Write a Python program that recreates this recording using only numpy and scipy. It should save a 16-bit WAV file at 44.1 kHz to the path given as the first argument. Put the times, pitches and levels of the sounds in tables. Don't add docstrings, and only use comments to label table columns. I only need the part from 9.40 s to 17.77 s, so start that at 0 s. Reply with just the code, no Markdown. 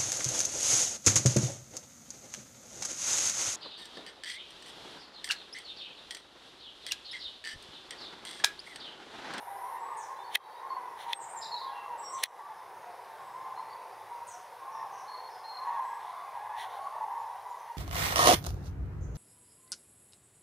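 import sys
import numpy as np
from scipy import signal
from scipy.fft import rfft, irfft
from scipy.io import wavfile
from scipy.ndimage import uniform_filter1d

SR = 44100
rng = np.random.default_rng(int(sys.argv[2]) if len(sys.argv) > 2 else 0)


def dump(signal):
    limited = np.clip(np.atleast_2d(signal).T, -1, 1)
    pcm = np.round(limited * 32767).astype(np.int16)
    wavfile.write(sys.argv[1], SR, pcm)


N = 369116
TIME = np.arange(N) / SR


def gain_of(db):
    return 10 ** (np.asarray(db) / 20)


def unit_rms(x):
    return x / np.sqrt(np.mean(x ** 2) + 1e-20)


def at_hz(points, hz):
    f, value = np.transpose(points)
    return np.interp(np.log(hz + 1), np.log(f + 1), value)


def add(mix, s, sound):
    start = round(s * SR)
    sound = sound[max(-start, 0):]
    part = mix[max(start, 0):][:len(sound)]
    part += sound[:len(part)]


def wander(t, per_s, size=256):
    return np.interp(t * per_s, np.arange(size), rng.standard_normal(size))


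def arch(u, start, middle, end):
    return start * (1 - u) * (1 - 2 * u) + 4 * middle * u * (1 - u) + end * u * (2 * u - 1)


def woods(x, wet_db, linger=1):
    # f/Hz, T60/s
    decay_times = [(500, 0.99), (1500, 1), (4000, 0.54), (8000, 0.5), (15000, 0.38)]
    reflections = rng.standard_normal(SR) * (rng.random(SR) < .05)
    hz, t, bands = signal.stft(reflections, SR, nperseg=256)
    t60 = linger * at_hz(decay_times, hz)[:, None]
    envelope = np.exp(-np.log(1000) * t / t60) * np.minimum(t / 0.0057, 1)
    tail = signal.istft(bands * envelope, SR, nperseg=256)[1]
    return x + gain_of(wet_db) * signal.fftconvolve(x, tail / np.linalg.norm(tail))[:N]


def distant_rush(level_db=-53.5, treble_rise=0.66):
    # f/Hz, relative level/dB
    spectrum = [(25, -53), (60, -30), (85, -16.5), (125, -13), (190, -14), (270, -21), (370, -3.5),
                (480, 1.5), (750, -0.5), (1400, -4.5), (2000, -7.5), (2700, -14.5), (3150, -17),
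                (3600, -15), (4550, -20.5), (5050, -18), (5800, -20), (7700, -27.5), (9900, -19.5),
                (15500, -29.5)]
    # t/s, relative level/dB
    fade = [(0, -59.5), (1.3, -59), (3.3, -61), (4.7, -60.5), (8.37, -66.5)]
    # f/Hz, factor
    fade_weights = [(100, 0.42), (170, 0.43), (270, 3.2), (420, 0.99), (700, 0.6), (6000, 0.23)]
    # f/Hz, correlation
    coherence = [(30, 0.5), (90, 0.99), (200, 0.9), (380, 0.98), (800, 1), (1400, 1), (2400, 0.98),
                 (4400, 0.97), (8000, 0.92), (15000, 0.23)]
    hz, t, bands = signal.stft(rng.standard_normal((2, N)), SR, nperseg=2048)
    hz = hz[:, None]
    s, fade_db = np.transpose(fade)
    drift_db = at_hz(fade_weights, hz) * np.interp(t, s, fade_db - fade_db.mean())
    drift_db += at_hz([(700, 0), (6000, 0.67)], hz) * treble_rise * (t - t.mean())
    patches = uniform_filter1d(rng.standard_normal(bands.shape[1:]), size=14, axis=0)
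    flicker_db = 1.5 * unit_rms(uniform_filter1d(patches, size=8, axis=1))
    mid, side = bands * gain_of(at_hz(spectrum, hz) + drift_db + flicker_db)
    correlation = at_hz(coherence, hz)
    side *= np.sqrt((1 - correlation) / (1 + correlation))
    stereo = signal.istft(np.array([mid + side, mid - side]), SR, nperseg=2048)[1]
    return gain_of(level_db) * unit_rms(stereo[:, :N])


def high_hiss(level_db=-60):
    # f/Hz, relative level/dB
    spectrum = [(7500, -12.5), (8700, -14), (9300, 5), (11500, 0), (12900, 1), (13800, -9), (16000, -19)]
    colour = gain_of(at_hz(spectrum, np.fft.rfftfreq(N, 1 / SR)))
    hiss = unit_rms(irfft(rfft(rng.standard_normal(N)) * colour, N))
    return gain_of(level_db) * hiss * np.interp(TIME, [.36, .4], [1, 0])


def drone(hz=103, wander_per_s=11, gain_db=-6):
    # t/s, relative level/dB
    swells = [(0, -75), (1.1, -80), (4.4, -78), (4.71, -68), (5.15, -79), (6.3, -81), (7.18, -67),
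              (7.8, -76), (8.37, -72)]
    phase = 2 * np.pi * hz * TIME
    note = wander(TIME, wander_per_s) * np.cos(phase) + wander(TIME, wander_per_s) * np.sin(phase)
    return gain_of(np.interp(TIME, *np.transpose(swells)) + gain_db) * unit_rms(note)


def crane_call(length, pitches, brass_db, roll, rasp, roll_hz=42, jitter=.011, flutter_db=2):
    # f/Hz, gain/dB
    windpipe = [(550, 0), (780, -2.5), (950, 1), (1150, -1.5), (1400, -16.5), (1680, -23), (2050, -22.5),
                (2300, -37), (2900, -37), (4200, -41)]
    t = np.arange(int(max(length, .03) * SR)) / SR
    rolling = np.sin(2 * np.pi * roll_hz * rng.uniform(0.665, 1.547) * t + wander(t, 36.6))
    waver = .006 * wander(t, 35) + jitter * wander(t, 118.6)
    hz = arch(t / t[-1], *pitches) * (1 + waver + 0.0068 * roll * rolling)
    phase = 2 * np.pi * np.cumsum(hz) / SR + rng.uniform(0, 2 * np.pi)
    tone = sum(gain_of(at_hz(windpipe, k * hz) + brass_db * (k > 1)) * np.sin(k * phase)
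               for k in range(1, 5))
    swell = (1 + roll * rolling) * gain_of(flutter_db * wander(t, 46.1)) * (1 + rasp * wander(t, 330))
    return np.sqrt(2) * tone * unit_rms(swell * signal.windows.tukey(len(t), .3))


def flock(count=600, usual_hz=925, below=.38, above=.27, spread=.2, off_pitch_db=-5.5, gain_db=-2):
    # t/s, relative level/dB, f/Hz that draws the common pitch
    surges = [(0.0, -44.5, 870), (0.42, -42.5, 971), (1.1, -45.5, 972.7), (1.32, -42, 991.5),
              (1.55, -45, 938.3), (2.2, -42, 915.8), (2.799, -43, 1012), (3.45, -48, 897.4),
              (4.15, -42.5, 989.6), (4.6, -46, 941), (5.05, -51, 886.6), (5.36, -42, 968),
              (6.079, -44.5, 920.2), (6.329, -36.5, 994), (6.58, -41, 946.4), (7.25, -40, 928.7),
              (7.7, -37.5, 962.3), (7.98, -42, 919.5), (8.37, -46, 935)]
    # t/s, overtone gain/dB
    overtones = [(0, 7), (3.1, 6.5), (4.8, 0), (5.4, 3), (6.3, 6.5), (7.12, 4.5), (7.5, 2), (8.37, 4.5)]
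    s, surge_db, surge_hz = np.transpose(surges)
    groups = np.zeros((5, N))
    offsets = rng.random(count) * (below + above) - below
    for k, (when, stretch, rise, fall, scatter_db) in enumerate(rng.standard_normal((count, 5))):
        middle_s = TIME[-1] * k / (count - 1) + .02 * when
        hz = np.sqrt(usual_hz * np.interp(middle_s, s, surge_hz)) * np.exp(offsets[k])
        pitches = hz * np.array([.965 + 0.0449 * rise, 1, .955 + .04 * fall])
        brass_db = np.interp(middle_s, *np.transpose(overtones))
        call = crane_call(.125 * np.exp(.25 * stretch), pitches, brass_db, roll=0.71, rasp=0.49)
        call *= gain_of(scatter_db + off_pitch_db * (offsets[k] / spread) ** 2)
        add(groups[k % len(groups)], middle_s - len(call) / SR / 2, call)
    chorus = sum(woods(group, wet_db=-7) for group in groups)
    chorus /= np.sqrt(uniform_filter1d(chorus ** 2, size=6000) + 1e-9)
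    return chorus * gain_of(np.interp(TIME, s, surge_db) + gain_db)


def near_cranes(gain_db=1, droop=.015):
    # t/s, length/s, f/Hz, glide as a fraction of f, relative level/dB, overtone gain/dB
    calls = [(.05, 0.18, 794, -0.012, -47.5, 1.5), (0.194, 0.092, 975, 0.078, -44.5, -2),
             (0.248, 0.086, 1072, 0.013, -49, 9), (.308, 0.14, 928.4, -0.015, -42, 1),
             (.46, 0.098, 1197, 0.015, -46, -3), (0.452, 0.076, 1075, -0.039, -44.5, 2),
             (.497, 0.042, 931, 0, -44, 5), (0.519, 0.12, 872, -0.012, -48, 7),
             (0.681, 0.12, 1068, -0.012, -47.5, -1), (0.794, 0.074, 966, .05, -49, -1),
             (1.04, 0.084, 862, 0.034, -51, 6), (1.224, 0.13, 1068, -0.029, -41, 0),
             (1.363, 0.04, 993, 0.028, -40, -1), (1.404, .1, 992, -0.0026, -47.5, 1),
             (1.658, 0.11, 933, -0.039, -44, -2), (1.64, 0.17, 807, -0.022, -51, -2),
             (1.93, .1, 924.5, -0.015, -46, 2), (2.098, 0.09, 959, 0.071, -45, -1),
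             (2.209, .13, 1078, 0.0037, -46, -2), (2.255, 0.15, 827, -0.024, -45, 4),
             (2.39, 0.11, 820, 0.003, -56, 14), (2.49, 0.083, 955, -0.068, -44, -5),
             (2.72, .11, 1072, -0.024, -44, 0), (3, .1, 1148, 0.048, -48.5, 2),
             (3.06, .077, 868, .05, -49.5, 7), (3.446, .12, 710, -0.093, -53, -2),
             (3.947, 0.092, 1046, 0.029, -48.5, 3), (4.032, 0.11, 1038, -0.047, -45.5, 0),
             (4.171, 0.042, 1008, 0.053, -42.5, 2), (4.21, .13, 990, -0.019, -55, 11.5),
             (4.679, 0.23, 948.5, -0.0055, -48.5, -12), (4.925, 0.14, 745, 0.065, -54.5, -2),
             (5.212, 0.089, 1066, -0.052, -46, -6), (5.337, 0.12, 905, -.015, -47.5, 10),
             (5.361, .09, 1049, -0.027, -46.5, -2), (5.685, 0.092, 1014, 0.044, -47, 1),
             (6.037, 0.031, 919, -0.014, -46, 4), (6.202, 0.1, 1079, 0.083, -42.5, -7),
             (6.265, 0.12, 939, -0.074, -39, 3), (6.299, .08, 1119, 0.011, -42, 1),
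             (6.36, 0.1052, 1055, -0.136, -38.5, -4), (6.33, 0.11, 830, -.01, -50, 9),
             (6.47, 0.15, 828, -0.0056, -53.5, 15), (6.681, .073, 1015, -0.055, -50, 2),
             (6.93, .15, 834, 0.037, -45, 6.5), (7.08, .14, 862, .035, -47.5, 11),
             (7.131, 0.028, 924, -0.009, -43, 2), (7.151, 0.083, 965, .1, -48, 13),
             (7.368, .2, 1107, 0.004, -45.5, -9), (7.605, 0.049, 882, .04, -38, -6),
             (7.607, 0.048, 982, -0.024, -41, -7), (7.699, 0.1, 941, -0.018, -43, -6),
             (7.75, 0.084, 1092, 0.023, -47, -6), (7.881, .032, 950, -0.018, -46.5, -2),
             (7.944, .12, 775, 0.032, -52, 5), (8.075, 0.097, 956, -0.045, -47, -6),
             (8.271, 0.075, 940, .034, -47.5, 1)]
    out = np.zeros(N)
    for s, length, hz, glide, db, brass_db in calls:
        pitches = hz * np.array([1 - droop - glide / 2, 1, 1 - droop + glide / 2])
        call = crane_call(length, pitches, brass_db, roll=0.26, rasp=0.2, jitter=0.0076, flutter_db=3)
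        add(out, s, gain_of(db) * call)
    return gain_of(gain_db) * woods(out, wet_db=-7.5)


def bird_note(length, pitches, db, buzz, taper, buzz_hz=170, flutter_db=3.5):
    t = np.arange(int(max(length, .02) * SR)) / SR
    trill = np.sin(2 * np.pi * buzz_hz * t + 1.76 * wander(t, 150)) + 1.02 * wander(t, 719)
    hz = arch(t / t[-1], *pitches) * (1 + buzz * trill + 0.0038 * wander(t, 285))
    note = np.sin(2 * np.pi * np.cumsum(hz) / SR) * gain_of(flutter_db * wander(t, 103.6))
    return gain_of(db) * unit_rms(note * signal.windows.tukey(len(t), taper))


def far_twitter(count=45, low_hz=2600, high_hz=7280, level_db=-78, spread_db=3, glide=.05):
    out = np.zeros(N)
    for when, place, stretch, size, slope in rng.random((count, 5)):
        hz = low_hz * (high_hz / low_hz) ** place
        pitches = hz * (1 + glide * (2 * slope - 1) * np.array([-1, 0, 1]))
        db = level_db + spread_db * (2 * size - 1)
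        add(out, when * TIME[-1], bird_note(0.0246 + .04 * stretch, pitches, db, buzz=0.0066, taper=0.76))
    return woods(out, wet_db=2.5)


def whistling_birds(gain_db=1.5, near_db=-51, near_wet_db=-6.5, wet_per_db=0.4):
    # t/s, length/s, f/Hz, relative level/dB
    whistles = [(0.76, 0.035, 4000, -66), (0.778, 0.07, 3580, -62.5), (0.837, 0.062, 4430, -61.5),
                (0.915, 0.07, 3180, -62), (1.0, 0.065, 3890, -63), (1.023, 0.12, 4460, -67),
                (1.149, 0.061, 3830, -65), (1.29, 0.08, 4380, -61), (1.74, 0.05, 8410, -48),
                (4.159, 0.053, 4190, -62.5), (4.294, 0.052, 4570, -61.5), (5.672, 0.14, 4315, -53.5),
                (6.028, 0.18, 4230, -51.5), (6.76, 0.053, 3520, -67), (7.41, .05, 4430, -73),
                (8.185, 0.024, 6040, -64.5)]
    # t/s, relative level/dB
    rising_calls = [(.352, -70), (3.766, -80), (6.39, -74)]
    rising_s, rising_hz = 0.26, (7400, 7930, 7880)
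    out, rising = np.zeros((2, N))
    for s, length, hz, db in whistles:
        note = np.zeros(N)
        pitches = hz * np.array([.992, 1, 1])
        add(note, s, bird_note(length, pitches, db, buzz=0.0069, taper=0.31, flutter_db=4))
        wet_db = near_wet_db + wet_per_db * max(near_db - db, 0)
        out += woods(note, wet_db, linger=1.25) / np.hypot(1, gain_of(wet_db))
    for s, db in rising_calls:
        add(rising, s, bird_note(rising_s, rising_hz, db, buzz=0.0045, taper=0.6, flutter_db=-1))
    return gain_of(gain_db) * (out + woods(rising, wet_db=-3.5))


def buzzy_birds(gain_db=-6):
    # t/s, length/s, f/Hz, relative level/dB, buzz as a fraction of f
    slurs = [(1.788, 0.076, 7450, -47.5, 0.048), (1.884, 0.065, 8470, -48.5, 0.024),
             (1.956, 0.045, 7380, -42.5, 0.017), (2.006, 0.052, 4860, -44, 0.068),
             (2.02, 0.056, 3895, -43.5, 0.041), (2.11, 0.051, 4247, -37, 0.0093),
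             (2.13, 0.06, 3970, -41.5, 0.018), (2.173, 0.05, 4530, -49.5, .05),
             (2.204, 0.057, 3790, -51, 0.029), (2.258, 0.078, 3280, -58, .035),
             (2.314, .14, 2727, -53, 0.0156), (2.57, 0.11, 7700, -51, 0.022),
             (2.624, 0.074, 5610, -45.5, 0.0082), (2.67, 0.113, 7840, -48, 0.029),
             (2.726, 0.053, 6020, -48, 0.029), (5.293, 0.16, 5530, -61.5, 0.03),
             (5.493, 0.17, 5850, -60, 0.049), (5.873, 0.16, 5110, -60, 0.037), (7.78, .05, 7080, -69, .012),
             (8.088, .06, 6940, -67, .035)]
    chip_times = [0.563, 4.865]
    # length/s, start f/Hz, middle f/Hz, end f/Hz, relative level/dB, buzz as above
    chip_voices = [(0.046, 9220, 8420, 8000, -51, 0.042), (.1, 6820, 6450, 5400, -52.5, 0.055)]
    out = np.zeros(N)
    for s, length, hz, db, buzz in slurs:
        sag = 0.0158 + 1.56 * buzz
        pitches = hz * np.array([1 + 0.613 * sag, 1, 1 - 0.25 * sag])
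        add(out, s, bird_note(length, pitches, db, buzz, taper=0.59))
    for s in chip_times:
        for length, *pitches, db, buzz in chip_voices:
            add(out, s, bird_note(length, pitches, db, buzz, taper=0.49))
    return gain_of(gain_db) * woods(out, wet_db=-1)


def ring(x, spectrum, size=2048):
    log_gain = np.log(gain_of(at_hz(spectrum, abs(np.fft.fftfreq(size, 1 / SR)))))
    response = np.fft.ifft(np.exp(np.conj(signal.hilbert(log_gain)))).real
    return signal.oaconvolve(x, response / np.linalg.norm(response))[:N]


def shell_knock(pitch_hz, db_per_octave=40):
    # f/Hz, relative level/dB, T60/s
    modes = [(1950, 0, 0.023), (2560, 5, 0.029), (3240, -2, 0.019), (3500, 3, 0.018), (4010, 0, 0.02),
             (5940, -1, 0.016)]
    t = np.arange(2000) / SR
    ringing = np.zeros(len(t))
    for hz, db, t60 in modes:
        amplitude = gain_of(db - db_per_octave * abs(np.log2(hz / pitch_hz)))
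        ringing += amplitude * np.exp(-np.log(1000) * t / t60) * np.sin(2 * np.pi * hz * t)
    return signal.sosfilt(signal.butter(4, [1300, 6500], "bandpass", fs=SR, output="sos"), ringing)


def camera_handling(tick_s=.0007, side_db=-7):
    # t/s, level/dB, rise/s, decay/s, tick level/dB, knock level/dB, knock f/Hz
    slips = [(0.9528, -33.5, 0.0068, 0.0022, -42, -20, 3150),
             (0.9556, -23.5, 0.003, .0012, -20, -21.5, 3200), (0.9574, -35, .001, .001, -40, -14, 1900),
             (0.971, -39, 0.0055, 0.0037, -49, -52, 3500), (1.7323, -32, .002, 0.00096, -46, -21, 3400),
             (2.8368, -26, 0.0041, 0.0017, -32, -28, 5750), (2.8382, -29, 0.0012, 0.001, -15.5, -25, 1950),
             (2.839, -40, 0.00091, .001, -36, -20, 3950), (2.847, -37, 0.0036, 0.0049, -42, -35, 3950),
             (2.858, -39, 0.0072, .0054, -40, -37, 3950)]
    # t/s, length/s, level/dB
    rubs = [(0.894, 0.075, -53), (1.552, 0.13, -50), (1.64, 0.15, -50.5), (2.757, 0.081, -51.5),
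            (6.523, 0.29, -61), (7.143, 0.14, -46.5), (7.223, 0.22, -57)]
    # f/Hz, relative level/dB
    shell_spectrum = [(40, -55), (300, -24), (900, -14), (1400, -8.5), (1950, 8), (2600, -3), (3400, 6.5),
                      (4200, 1), (4900, -16), (5800, -6), (7800, -20), (9800, -6), (12000, -18),
                      (15500, -19)]
    # f/Hz, relative level/dB
    tick_spectrum = [(40, -45), (300, -15), (900, -3), (3000, -7), (5800, 6), (7800, -7), (9900, 5.5),
                     (11500, -5), (14200, 1), (15700, -4)]
    force, tick, knock = np.zeros((3, N))
    for s, db, rise_s, decay_s, tick_db, knock_db, knock_hz in slips:
        t = TIME - s
        force += gain_of(db) * np.exp(-np.maximum(-t / rise_s, (t - .001) / decay_s).clip(0))
        tick += gain_of(tick_db) * np.exp(-abs(t) / tick_s)
        add(knock, s, gain_of(knock_db) * shell_knock(knock_hz))
    for s, length, db in rubs:
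        add(force, s, gain_of(db) * signal.windows.hann(int(length * SR)))
    grit, crack, side_noise = rng.standard_normal((3, N))
    mid = ring(force * grit, shell_spectrum) + ring(tick * crack, tick_spectrum) + knock
    # f/Hz, relative level/dB
    side_spectrum = [(1000, -18), (3000, -13), (6500, -23), (9000, -2), (11500, -6), (15500, -7)]
    side = gain_of(side_db) * ring((tick + 0.58 * force) * side_noise, side_spectrum)
    return np.array([mid + side, mid - side])


def scene():
    birds = near_cranes() + flock() + buzzy_birds() + whistling_birds() + far_twitter()
    return birds + camera_handling() + high_hiss() + drone() + distant_rush()


def record(dry, threshold_db=-29.5, attack_s=.009, release_db_per_s=85, cutoff_hz=15750):
    power_db = 10 * np.log10(abs(uniform_filter1d((dry ** 2).mean(0), size=100)) + 1e-12)

    def excess_db(db_per_s):
        held_db = np.maximum.accumulate(power_db + db_per_s * TIME) - db_per_s * TIME
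        return np.maximum(held_db - threshold_db, 0)

    duck_db = np.maximum(excess_db(release_db_per_s), 0.21 * excess_db(db_per_s=25))
    pole = np.exp(-1 / (attack_s * SR))
    ducked = dry * gain_of(-signal.lfilter([1 - pole], [1, -pole], duck_db))
    lowpass = signal.firwin(511, cutoff_hz, window=("kaiser", 9), fs=SR)
    return signal.oaconvolve(ducked, lowpass[None], "same")


dry = scene()
out = record(dry)
dump(out)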